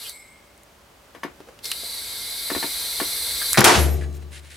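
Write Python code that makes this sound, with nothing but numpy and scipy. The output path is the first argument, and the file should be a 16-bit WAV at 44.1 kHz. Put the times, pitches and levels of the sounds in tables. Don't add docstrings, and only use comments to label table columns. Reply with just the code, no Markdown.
import sys
import numpy as np
from scipy import signal
from scipy.fft import rfft, irfft
from scipy.io import wavfile

SR = 44100
rng = np.random.default_rng(int(sys.argv[2]) if len(sys.argv) > 2 else 0)


def bounce(signal):
    frames = np.transpose(np.atleast_2d(signal))
    limited = np.clip(frames, -1, 1)
    pcm = np.round(limited * 32767).astype(np.int16)
    wavfile.write(sys.argv[1], SR, pcm)


def to_linear_factor(level_db):
    exponent = np.asarray(level_db, float) / 20
    return 10 ** exponent


N = 201477
HZ = np.maximum(np.fft.rfftfreq(N, 1 / SR), 1)

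# frequency in Hz, density in dB per Hz.
JET_SPECTRUM = [(290, -21.5), (500, -17.5), (1200, -20), (1310, -18), (1990, -15.5), (2170, -14.5),
                (2670, -18.5), (3320, -15), (3570, -6), (4120, -4.5), (5440, -13.5), (6290, -18),
                (11300, -9.5), (15100, -25), (16200, -38)]
# frequency in Hz, width in Hz, level in dB.
AIR_RESONANCES = [(2110, 32, -10), (2225, 22, -6), (3992, 40, 0), (3150, 35, -14), (3606, 35, -5.5),
                  (4065, 44, 2.5), (4350, 50, -6), (4517, 48, -2), (4915, 79, -10.5), (5940, 170, -15.5),
                  (6250, 84, -24), (6480, 40, -25), (7820, 166, -12), (8290, 76, -10), (8670, 90, -11.5),
                  (9820, 410, -12), (10720, 80, -9.5), (10900, 70, -8), (11500, 53, -7.5), (12200, 67, -14),
                  (11900, 66, -18), (12500, 200, -11), (12700, 130, -12), (13700, 200, -17),
                  (14200, 41, -16), (14800, 170, -19), (15200, 37, -23)]
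# (frequency in Hz, left-right
# dB).
AIR_STEREO = [
    [(60, 1.0), (130, 0.84), (290, 8.5), (640, 0.5), (1410, 3), (3100, 4.3), (6820, 5), (15000, 2.15)],
    [(60, 0.0), (240, -2), (950, 1), (3770, -1), (15000, 2.5)],
]
# time in seconds, flow in dB.
PUFF_FLOW = [
    (0.0, -39),
    (0.06, -37),
    (0.095, -37),
    (0.14, -50.5),
    (.2, -61),
    (.38, -75),
]
# time in seconds, flow in dB.
FILL_FLOW = [
    (1.615, -66),
    (1.645, -34.5),
    (1.723, -35.5),
    (1.75, -36.5),
    (2.28, -34),
    (2.77, -31),
    (3.47, -29.5),
    (3.53, -30),
    (3.575, -36),
]
PUFF_JET_DB, PUFF_DULL_DB = -2.0, -2.5
JET_DB, JET_FOLLOWS_DB_PER_DB = -1, .2
LEAK_S, LEAK_DB, LEAK_HALF_S = 3.525, 3.5, 0.059
SING_DB_PER_S = 1

# frequency in Hz, density in dB per Hz.
BURST_SPECTRUM = [(53, -32), (90, -1), (107, -9), (205, -12.5), (323, -8), (360, 2.5), (402, -6.5),
                  (633, -9), (690, -5), (956, -7), (1750, -11.5), (10400, -20), (16000, -38)]
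# (frequency in Hz, left-right dB).
BURST_STEREO = [
    [(60, 0.88), (130, 0.9), (290, 0.93), (640, 0.56), (1410, 0.61), (3100, 0.73), (6820, 0.75), (15000, 1)],
    [(60, -5), (240, 7), (950, 2), (3770, -0.5), (15000, 1.5)],
]
# low edge in Hz, high edge in Hz.
ROAR_RANGES = [(90, 220), (220, 650), (650, 1800), (1800, 6000), (6000, 16000)]
# level in dB, rise in seconds, fall in dB per second.
TEAR = [(-10.5, 0.027, 350), (-13, 0.0071, 157), (-13, 0.00044, 160), (-12, .0005, 290),
        (-19.5, .0005, 344)]
# level in dB, rise in seconds, sag in dB per second while emptying,
# first flash in dB over the level.
BLAST = [(-28.5, 0.048, 5, 2), (-20, 0.0075, 45, -7), (-9.5, 0.0089, 89, -21), (-14.5, .0007, 47, 1),
         (-20, .0007, 75, 10.5)]
# fall in dB per second, shop echo in dB, echo fall in dB per second.
AFTER_BLAST = [(50, -47, 36), (75, -44, 39), (175, -45, 54), (184, -44.5, 47), (144, -42, 66)]
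# start in seconds, peak in dB.
FRONTS = [
    (3.5738, -3),
    (3.5786, -5),
    (3.5852, -6),
]
TEAR_S, BLAST_S, EMPTY_S = 3.574, 3.642, 3.761
FLASH_T60_S = 0.079
SLUMP_S, SLUMP_DB, SLUMP_HALF_S = 3.778, -25, 0.013

# frequency in Hz, level in dB, T60 in seconds.
BOOM_MODES = [(74, -0.5, 1.36), (143.3, -15, 1.38), (292, -15.5, 1.13), (356, -15, 1.39), (387, -20, 1.25),
              (443.6, -13.5, 1.01), (617, -19.5, 0.98), (695, -16, 0.81), (840, -25, 0.91),
              (870, -35, 0.72), (1150, -38, 2), (1217, -24, 0.79), (1420, -37, 0.61)]
# start in seconds, level in dB, rise in seconds.
BOOM_ONSETS = [
    (3.765, -13.5, 0.011),
    (3.655, -12.5, 0.0058),
    (3.582, -8, 0.0028),
]

# frequency in Hz, level in dB, T60 in seconds.
RIM_MODES = [(2020, -29, 1.5), (2134, 1, 1.4), (2216, -2, 1.4), (4237, -19, 1), (5230, -13, 1.1),
             (7710, -2, 1), (8070, -3.5, 1.13), (8530, -6, 1), (9140, -9, 0.99), (11460, -11, 0.82)]
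# frequency in Hz, level in dB, T60 in seconds.
SPOKE_MODES = [(1112, -7, 2.0), (2290, -1.5, 0.98), (4000, 0.5, 0.99), (6600, -7, 1.8), (9765, 9, 0.34)]

# start in seconds, peak in dB, crack in dB, left-right dB.
KNOCKS = [
    (1.151, -40, 2.5, 4),
    (1.235, -22, -1.5, 2.5),
    (2.503, -20, -3, 2.5),
    (2.551, -20, -2, 1.5),
    (2.629, -22, -1.5, 3),
    (3.002, -19, -1, 2.5),
]
# frequency in Hz, level in dB, T60 in seconds.
TYRE_MODES = [(292, 8, 0.18), (355.6, 12, 0.12), (684, -5, 0.057), (916, -9, 0.33), (1150, -9, 0.22),
              (1394, -5, 0.082), (1900, -35, 0.082), (1760, -15, 0.29), (2180, -17, 0.31),
              (2780, -12, 0.099), (3020, -14, 0.13), (3305, -12.5, 0.14), (5000, -11.5, 0.2),
              (6316, -15, 0.32)]
# centre in seconds, peak in dB, frequency in Hz, half length in seconds.
SLIPS = [
    (3.532, -22.5, 1240, 0.00063),
    (3.545, -13, 1910, 0.0004),
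    (3.55, -14, 1920, 0.00061),
    (3.5577, -14, 1900, 0.00047),
    (3.5646, -20, 1780, 0.0006),
    (3.569, -26, 1800, 0.0005),
    (3.6172, 0.5, 1310, 0.00032),
]
# start in seconds, peak in dB, frequency in Hz, T60 in seconds.
TICKS = [(.095, -19, 9000, 0.0066), (.578, -39.5, 8700, 0.0066), (.634, -35, 8850, 0.0063),
         (1.59, -33.5, 2900, 0.014), (1.644, -24, 5060, 0.017), (1.655, -16, 5130, 0.028),
         (1.716, -12.5, 3250, 0.025), (1.716, -14.5, 9300, 0.0083), (3.5312, -3, 8460, .008),
         (3.591, -6, 10500, 0.013), (3.607, -3.5, 11500, 0.0084), (3.607, -3.5, 5000, 0.0057),
         (4.128, -40, 7940, .008)]
# start in seconds, peak in dB, frequency in Hz, T60 in seconds.
THUDS = [
    (1.403, -31, 302, 0.044),
    (1.403, -32.5, 674, 0.032),
    (1.473, -39, 467, 0.075),
    (1.486, -33.5, 507, 0.07),
    (1.834, -31, 452, 0.033),
    (2.56, -31.5, 75, 0.096),
]
# start in seconds, peak in dB, frequency in Hz, T60 in seconds.
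SQUEAKS = [
    (3.415, -23, 1620, 0.12),
    (4.012, -34, 1750, 0.14),
    (4.035, -33, 1700, 0.058),
]
ROOM_T60_S, ROOM_DB = 0.18, -10

# centre in seconds, level in dB, half length in seconds.
GUSTS = [
    (3.815, -36, 0.045),
    (3.92, -40.5, 0.042),
]
# centre in seconds, level in dB, half length in seconds,
# frequency in Hz, width in Hz.
HALO_PUFFS = [
    (3.82, -32.5, 0.046, 11200, 2500),
    (4.16, -58, .018, 14000, 3500),
]
WHISTLE_HZ, WHISTLE_RISE_HZ_PER_S = 11200, 3300

# frequency in Hz, density in dB per Hz.
GRIT_SPECTRUM = [(530, -47), (900, -22), (1320, -22), (1460, -8.5), (1880, -5.5), (4100, -7), (6110, -16.5),
                 (9650, -16.5), (13700, -34), (15400, -47), (16000, -74)]
# centre in seconds, scrape in dB, half length in seconds, rustle over scrape in dB.
SCRAPS = [
    (4.023, -50.5, 0.038, -5),
    (4.158, -56, 0.022, 2.5),
    (4.227, -53.5, 0.01, -4),
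    (4.36, -44.5, 0.043, -2),
    (4.466, -53, 0.041, -3),
    (4.524, -46.5, 0.023, -2.5),
    (4.562, -47.5, .02, -2),
]
SCRAP_EDGE = 3.5

# frequency in Hz, density in dB per Hz.
FLOOR_SPECTRUM = [(260, -21), (450, -8), (589, -8.5), (635, -6.5), (782, -6), (1020, -7), (1400, -9),
                  (2360, -13), (2960, -13.5), (16000, -25.5)]
FLOOR_DB = -56
# (frequency in Hz, left-right dB).
FLOOR_STEREO = [
    [(60, 1), (240, 0.82), (950, 0.47), (3770, 0.35), (15000, 1)],
    [(60, 0.0), (240, 0.5), (950, 0.0), (3770, 0.099), (15000, 0.0)],
]
# frequency in Hz, width in Hz, level in dB.
HUM = [(575.4, 9.1, -64.5)]
# low edge in Hz, high edge in Hz, rest level in dB, climb start in seconds,
# climb in dB per second.
DRUMMING = [
    (45, 78.6, -64.5, 1.5, 5),
    (100, 450, -62.5, 0.22, 1.5),
]
DUCK_DB, RECOVER_DB_PER_S, CREEP_DB_PER_S = -14, 36, 0.9


def rms_one(x):
    return x / np.sqrt(np.mean(x ** 2) + 1e-20)


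def at_hz(points):
    hz, value = np.transpose(points)
    return np.interp(np.log(HZ), np.log(hz), value)


def drift(rate_hz):
    r = np.exp(-80 * np.pi * rate_hz / SR)
    slow = signal.lfilter([1], [1, -2 * r, r * r], rng.standard_normal(N // 40 + 2002))[2000:]
    return np.interp(np.arange(N) / 40, np.arange(len(slow)), rms_one(slow))


def noise(spectrum, stereo):
    mid, side = rfft(rng.standard_normal((2, N)))
    alike = np.clip(at_hz(stereo[0]), 0, 1)
    lean = to_linear_factor(at_hz(stereo[1]) / 2)
    mid, side = np.sqrt(1 + alike) * mid, np.sqrt(1 - alike) * side
    pair = np.array([(mid + side) * lean, (mid - side) / lean])
    return irfft(to_linear_factor(at_hz(spectrum)) * pair, N)


def band(x, low_hz, high_hz):
    sos = signal.butter(3, [low_hz, high_hz], "band", fs=SR, output="sos")
    return rms_one(signal.sosfilt(sos, x))


def resonance(x, hz, width_hz):
    r = np.exp(-np.pi * width_hz / SR)
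    poles = [1, -2 * r * np.cos(2 * np.pi * hz / SR), r * r]
    return signal.lfilter(np.array([1, 0, -1]) * (1 - r * r) / 2, poles, x)


def ring(clicks, hz, t60_s):
    r = to_linear_factor(-60 / (max(t60_s, .001) * SR))
    w = 2 * np.pi * hz / SR
    return signal.lfilter([0, np.sin(w)], [1, -2 * r * np.cos(w), r * r], clicks + 1e-18)


def add(out, piece, s, pan_db=0.):
    i = round(s * SR)
    piece = piece[:N - i]
    out[:, i:i + len(piece)] += piece * to_linear_factor([[pan_db / 2], [-pan_db / 2]])


def curve(rows, edge_s):
    s, db = np.transpose(rows)
    times = np.r_[s[0] - edge_s, s, s[-1] + edge_s]
    return np.interp(np.arange(N) / SR, times, np.r_[-120, db, -120])


def swell(s, half_s, edge=2):
    return np.exp(-np.abs((np.arange(N) / SR - s) / half_s) ** edge)


def room(x, t60_s, level_db):
    t = np.arange(round(.4 * SR)) / SR
    tail = rng.standard_normal((2, len(t))) * to_linear_factor(-60 * t / t60_s) * (t > .002)
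    tail = signal.lfilter([1], [1, -.4], tail)
    tail = tail / np.sqrt(np.sum(tail[0] ** 2))
    return to_linear_factor(level_db) * signal.fftconvolve(x, tail, axes=1)[:, :N]


def air():
    jet = noise(JET_SPECTRUM, AIR_STEREO)
    white = noise([(100, 0), (16000, 0)], AIR_STEREO)
    sung = sum((-1) ** k * to_linear_factor(db + 2.0 * drift(2.4)) * resonance(white, hz, width_hz)
               for k, (hz, width_hz, db) in enumerate(AIR_RESONANCES))
    hiss = jet + to_linear_factor(3.0 + SING_DB_PER_S * (np.arange(N) / SR - 2.5)) * sung
    hiss = hiss + room(hiss[:1], t60_s=.08, level_db=-6)

    puff = to_linear_factor(curve(PUFF_FLOW, edge_s=.02))
    fill_db = curve(FILL_FLOW, edge_s=.005)
    sharp_db = JET_DB + JET_FOLLOWS_DB_PER_DB * (fill_db + 33) + LEAK_DB * swell(LEAK_S, LEAK_HALF_S)
    body = puff + to_linear_factor(fill_db)
    bright = to_linear_factor(PUFF_JET_DB) * puff + to_linear_factor(fill_db + sharp_db)
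    dull = to_linear_factor(PUFF_DULL_DB) * puff * swell(0.063, 0.022)
    flow = body * band(hiss, 326, 7100) + bright * band(hiss, 7300, 16500) + dull * band(hiss, 2440, 3360)
    return to_linear_factor(0.25 * drift(25)) * flow


def burst():
    roar = noise(BURST_SPECTRUM, BURST_STEREO)
    lumps = drift(28)
    torn, opened, empty = (np.maximum(np.arange(N) / SR - s, 0) for s in (TEAR_S, BLAST_S, EMPTY_S))
    out = to_linear_factor(SLUMP_DB) * swell(SLUMP_S, SLUMP_HALF_S) * band(roar, *ROAR_RANGES[0])
    for edges_hz, tear_row, blast_row, after_row in zip(ROAR_RANGES, TEAR, BLAST, AFTER_BLAST):
        tear_db, tear_rise_s, tear_fall = tear_row
        level_db, rise_s, sag, flash_db = blast_row
        drop, echo_db, fade = after_row
        tear = (1 - np.exp(-torn / tear_rise_s)) * to_linear_factor(tear_db - tear_fall * torn)
        outflow = to_linear_factor(level_db - sag * (opened - empty) - drop * empty)
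        echo = to_linear_factor(echo_db - fade * empty)
        blast = (1 - np.exp(-opened / rise_s)) * (outflow + echo)
        flash = (opened > 0) * to_linear_factor(level_db + flash_db - 60 * opened / FLASH_T60_S)
        envelope = tear * to_linear_factor(2.0 * lumps) + (blast + flash) * to_linear_factor(0.75 * lumps)
        out += envelope * band(roar, *edges_hz)
    out = 0.69 * np.tanh(out / .75)
    for s, db in FRONTS:
        add(out, to_linear_factor(db) * np.linspace(1, -1, round(.0005 * SR)), s)
    return out


def boom():
    out, t = np.zeros((2, N)), np.arange(N) / SR
    thump_modes = [(133.6, 1.0, 0.1), (204, -6.0, 0.19)]
    mode_sets = BOOM_MODES[:2], BOOM_MODES[2:], thump_modes
    for (s, db, rise_s), modes in zip(BOOM_ONSETS, mode_sets):
        age = np.maximum(t - s, 0)
        waves = 0
        for hz, mode_db, t60_s in modes:
            turns = hz * age + rng.random() - np.array([[0], [.11]])
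            waves = waves + to_linear_factor(mode_db - 60 * age / t60_s + 1.1 * drift(11)) * np.sin(2 * np.pi * turns)
        out += to_linear_factor(db) * (1 - np.exp(-age / rise_s)) * waves * to_linear_factor([[2.5], [-2.5]])
    return out


def shimmer(modes, s, level_db, width_hz, life):
    t = np.arange(N) / SR - s
    white = noise([(100, 0), (16000, 0)], AIR_STEREO)
    lines = 0
    for hz, db, t60_s in modes:
        line = resonance(resonance(white, hz, width_hz), hz, width_hz)
        lines = lines + to_linear_factor(db - 60 * t / (life * t60_s)) * rms_one(line)
    return to_linear_factor(level_db) * np.clip(t / 0.038, 0, 1) * lines


def rim():
    puffed = shimmer(RIM_MODES, 0.11, level_db=-46.5, width_hz=81, life=0.75)
    blasted = shimmer(SPOKE_MODES, 3.86, level_db=-53.5, width_hz=30, life=0.93)
    return puffed + blasted


def knocks():
    out, t = np.zeros((2, N)), np.arange(round(.3 * SR)) / SR
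    shared, own = rng.standard_normal(len(t)), rng.standard_normal((len(KNOCKS), len(t)))
    late = np.exp(-((t - .015) / 0.000088) ** 2)
    hollow = sum(to_linear_factor(d) * ring(late, hz, .5 * t60_s) for hz, d, t60_s in TYRE_MODES[:2])
    hollow = hollow / abs(hollow).max()
    highpass = signal.butter(4, 170, "high", fs=SR, output="sos")
    for (s, db, crack_db, pan_db), g in zip(KNOCKS, shared + 0.61 * own):
        strike = g * to_linear_factor(-60 * t / 0.04)
        wall = sum(to_linear_factor(d) * ring(strike, hz, 0.23 * t60_s) for hz, d, t60_s in TYRE_MODES[2:])
        crack = band(g, 176, 2200) * to_linear_factor(-60 * t / 0.17)
        crack = crack + to_linear_factor(-9) * band(g, 3600, 12700) * to_linear_factor(-60 * t / 0.098)
        piece = hollow + to_linear_factor(crack_db + 3.0) * wall / abs(wall).max() + to_linear_factor(crack_db - 9.0) * crack
        add(out, to_linear_factor(db) * signal.sosfilt(highpass, piece), s - .002, pan_db)
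    return out


def slips():
    out, t = np.zeros((2, N)), np.arange(-88, 200) / SR
    for (s, db, hz, half_s), g in zip(SLIPS, rng.standard_normal((len(SLIPS), len(t)))):
        blip = np.exp(-(t / half_s) ** 2) * (np.cos(2 * np.pi * hz * t) + 0.1 * g)
        add(out, to_linear_factor(db) * blip, s + t[0])
    return out


def snaps(events, grit_share, sharpness):
    out, t = np.zeros((2, N)), np.arange(round(.2 * SR)) / SR
    for (s, db, hz, t60_s), g in zip(events, rng.standard_normal((len(events), len(t)))):
        grit = resonance(g * to_linear_factor(-60 * t / max(t60_s, .001)), hz, hz / sharpness)
        tone = ring((t == 0) * 1., hz, t60_s)
        add(out, to_linear_factor(db) * (grit_share * grit / abs(grit).max() + (1 - grit_share) * tone), s)
    return out


def whistle():
    hz = WHISTLE_HZ + WHISTLE_RISE_HZ_PER_S * np.clip(np.arange(N) / SR - EMPTY_S, 0, .3)
    phase = 2 * np.pi * np.cumsum(hz) / SR
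    gusts = sum(to_linear_factor(db) * swell(s, half_s) for s, db, half_s in GUSTS)
    white = rng.standard_normal(N)
    halo = 0
    for s, db, half_s, mid_hz, width_hz in HALO_PUFFS:
        puff = resonance(resonance(white, mid_hz, width_hz), mid_hz, width_hz)
        halo = halo + to_linear_factor(db) * swell(s, half_s) * rms_one(puff)
    return gusts * (drift(330) * np.sin(phase) + drift(330) * np.cos(phase)) + halo


def debris():
    grains = noise(GRIT_SPECTRUM, BURST_STEREO) * to_linear_factor(1.8 * drift(140))
    scrape, rustle = band(grains, 940, 6400), band(grains, 5200, 17000)
    return sum(to_linear_factor(db) * swell(s, half_s, SCRAP_EDGE) * (scrape + to_linear_factor(rustle_db) * rustle)
               for s, db, half_s, rustle_db in SCRAPS)


def workshop():
    t = np.arange(N) / SR
    recover_db = np.minimum(DUCK_DB + RECOVER_DB_PER_S * (t - BLAST_S), 0)
    gain = to_linear_factor(np.where(t < BLAST_S, CREEP_DB_PER_S * t, recover_db))
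    tone = to_linear_factor(FLOOR_DB + 0.37 * drift(1.1)) * rms_one(noise(FLOOR_SPECTRUM, FLOOR_STEREO))
    white = noise([(20, 0), (16000, 0)], FLOOR_STEREO)
    hum = sum(to_linear_factor(db) * rms_one(resonance(white, hz, width_hz)) for hz, width_hz, db in HUM)
    rumble = 0
    for low_hz, high_hz, db, s, climb in DRUMMING:
        level_db = db + climb * np.maximum(t - s, 0) * (t < BLAST_S)
        rumble = rumble + to_linear_factor(level_db) * band(white, low_hz, high_hz)
    return gain * (tone + hum + rumble)


def scene():
    hits = knocks() + snaps(TICKS, grit_share=0.82, sharpness=3.7)
    hits = hits + snaps(THUDS, grit_share=0.62, sharpness=2.2)
    hits = hits + snaps(SQUEAKS, grit_share=0.85, sharpness=7.1)
    tyre = air() + burst() + boom() + rim() + slips() + whistle() + debris()
    return hits + room(hits, ROOM_T60_S, ROOM_DB) + tyre + workshop()


def top_cut(x):
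    return signal.sosfilt(signal.butter(12, 16640, fs=SR, output="sos"), x)


def record(dry):
    limited = 1.18 * np.tanh(dry / 1.028)
    lowpass = signal.cheby2(10, 35, 16600, fs=SR, output="sos")
    return top_cut(signal.sosfilt(lowpass, limited))


dry = scene()
out = record(dry)
bounce(out)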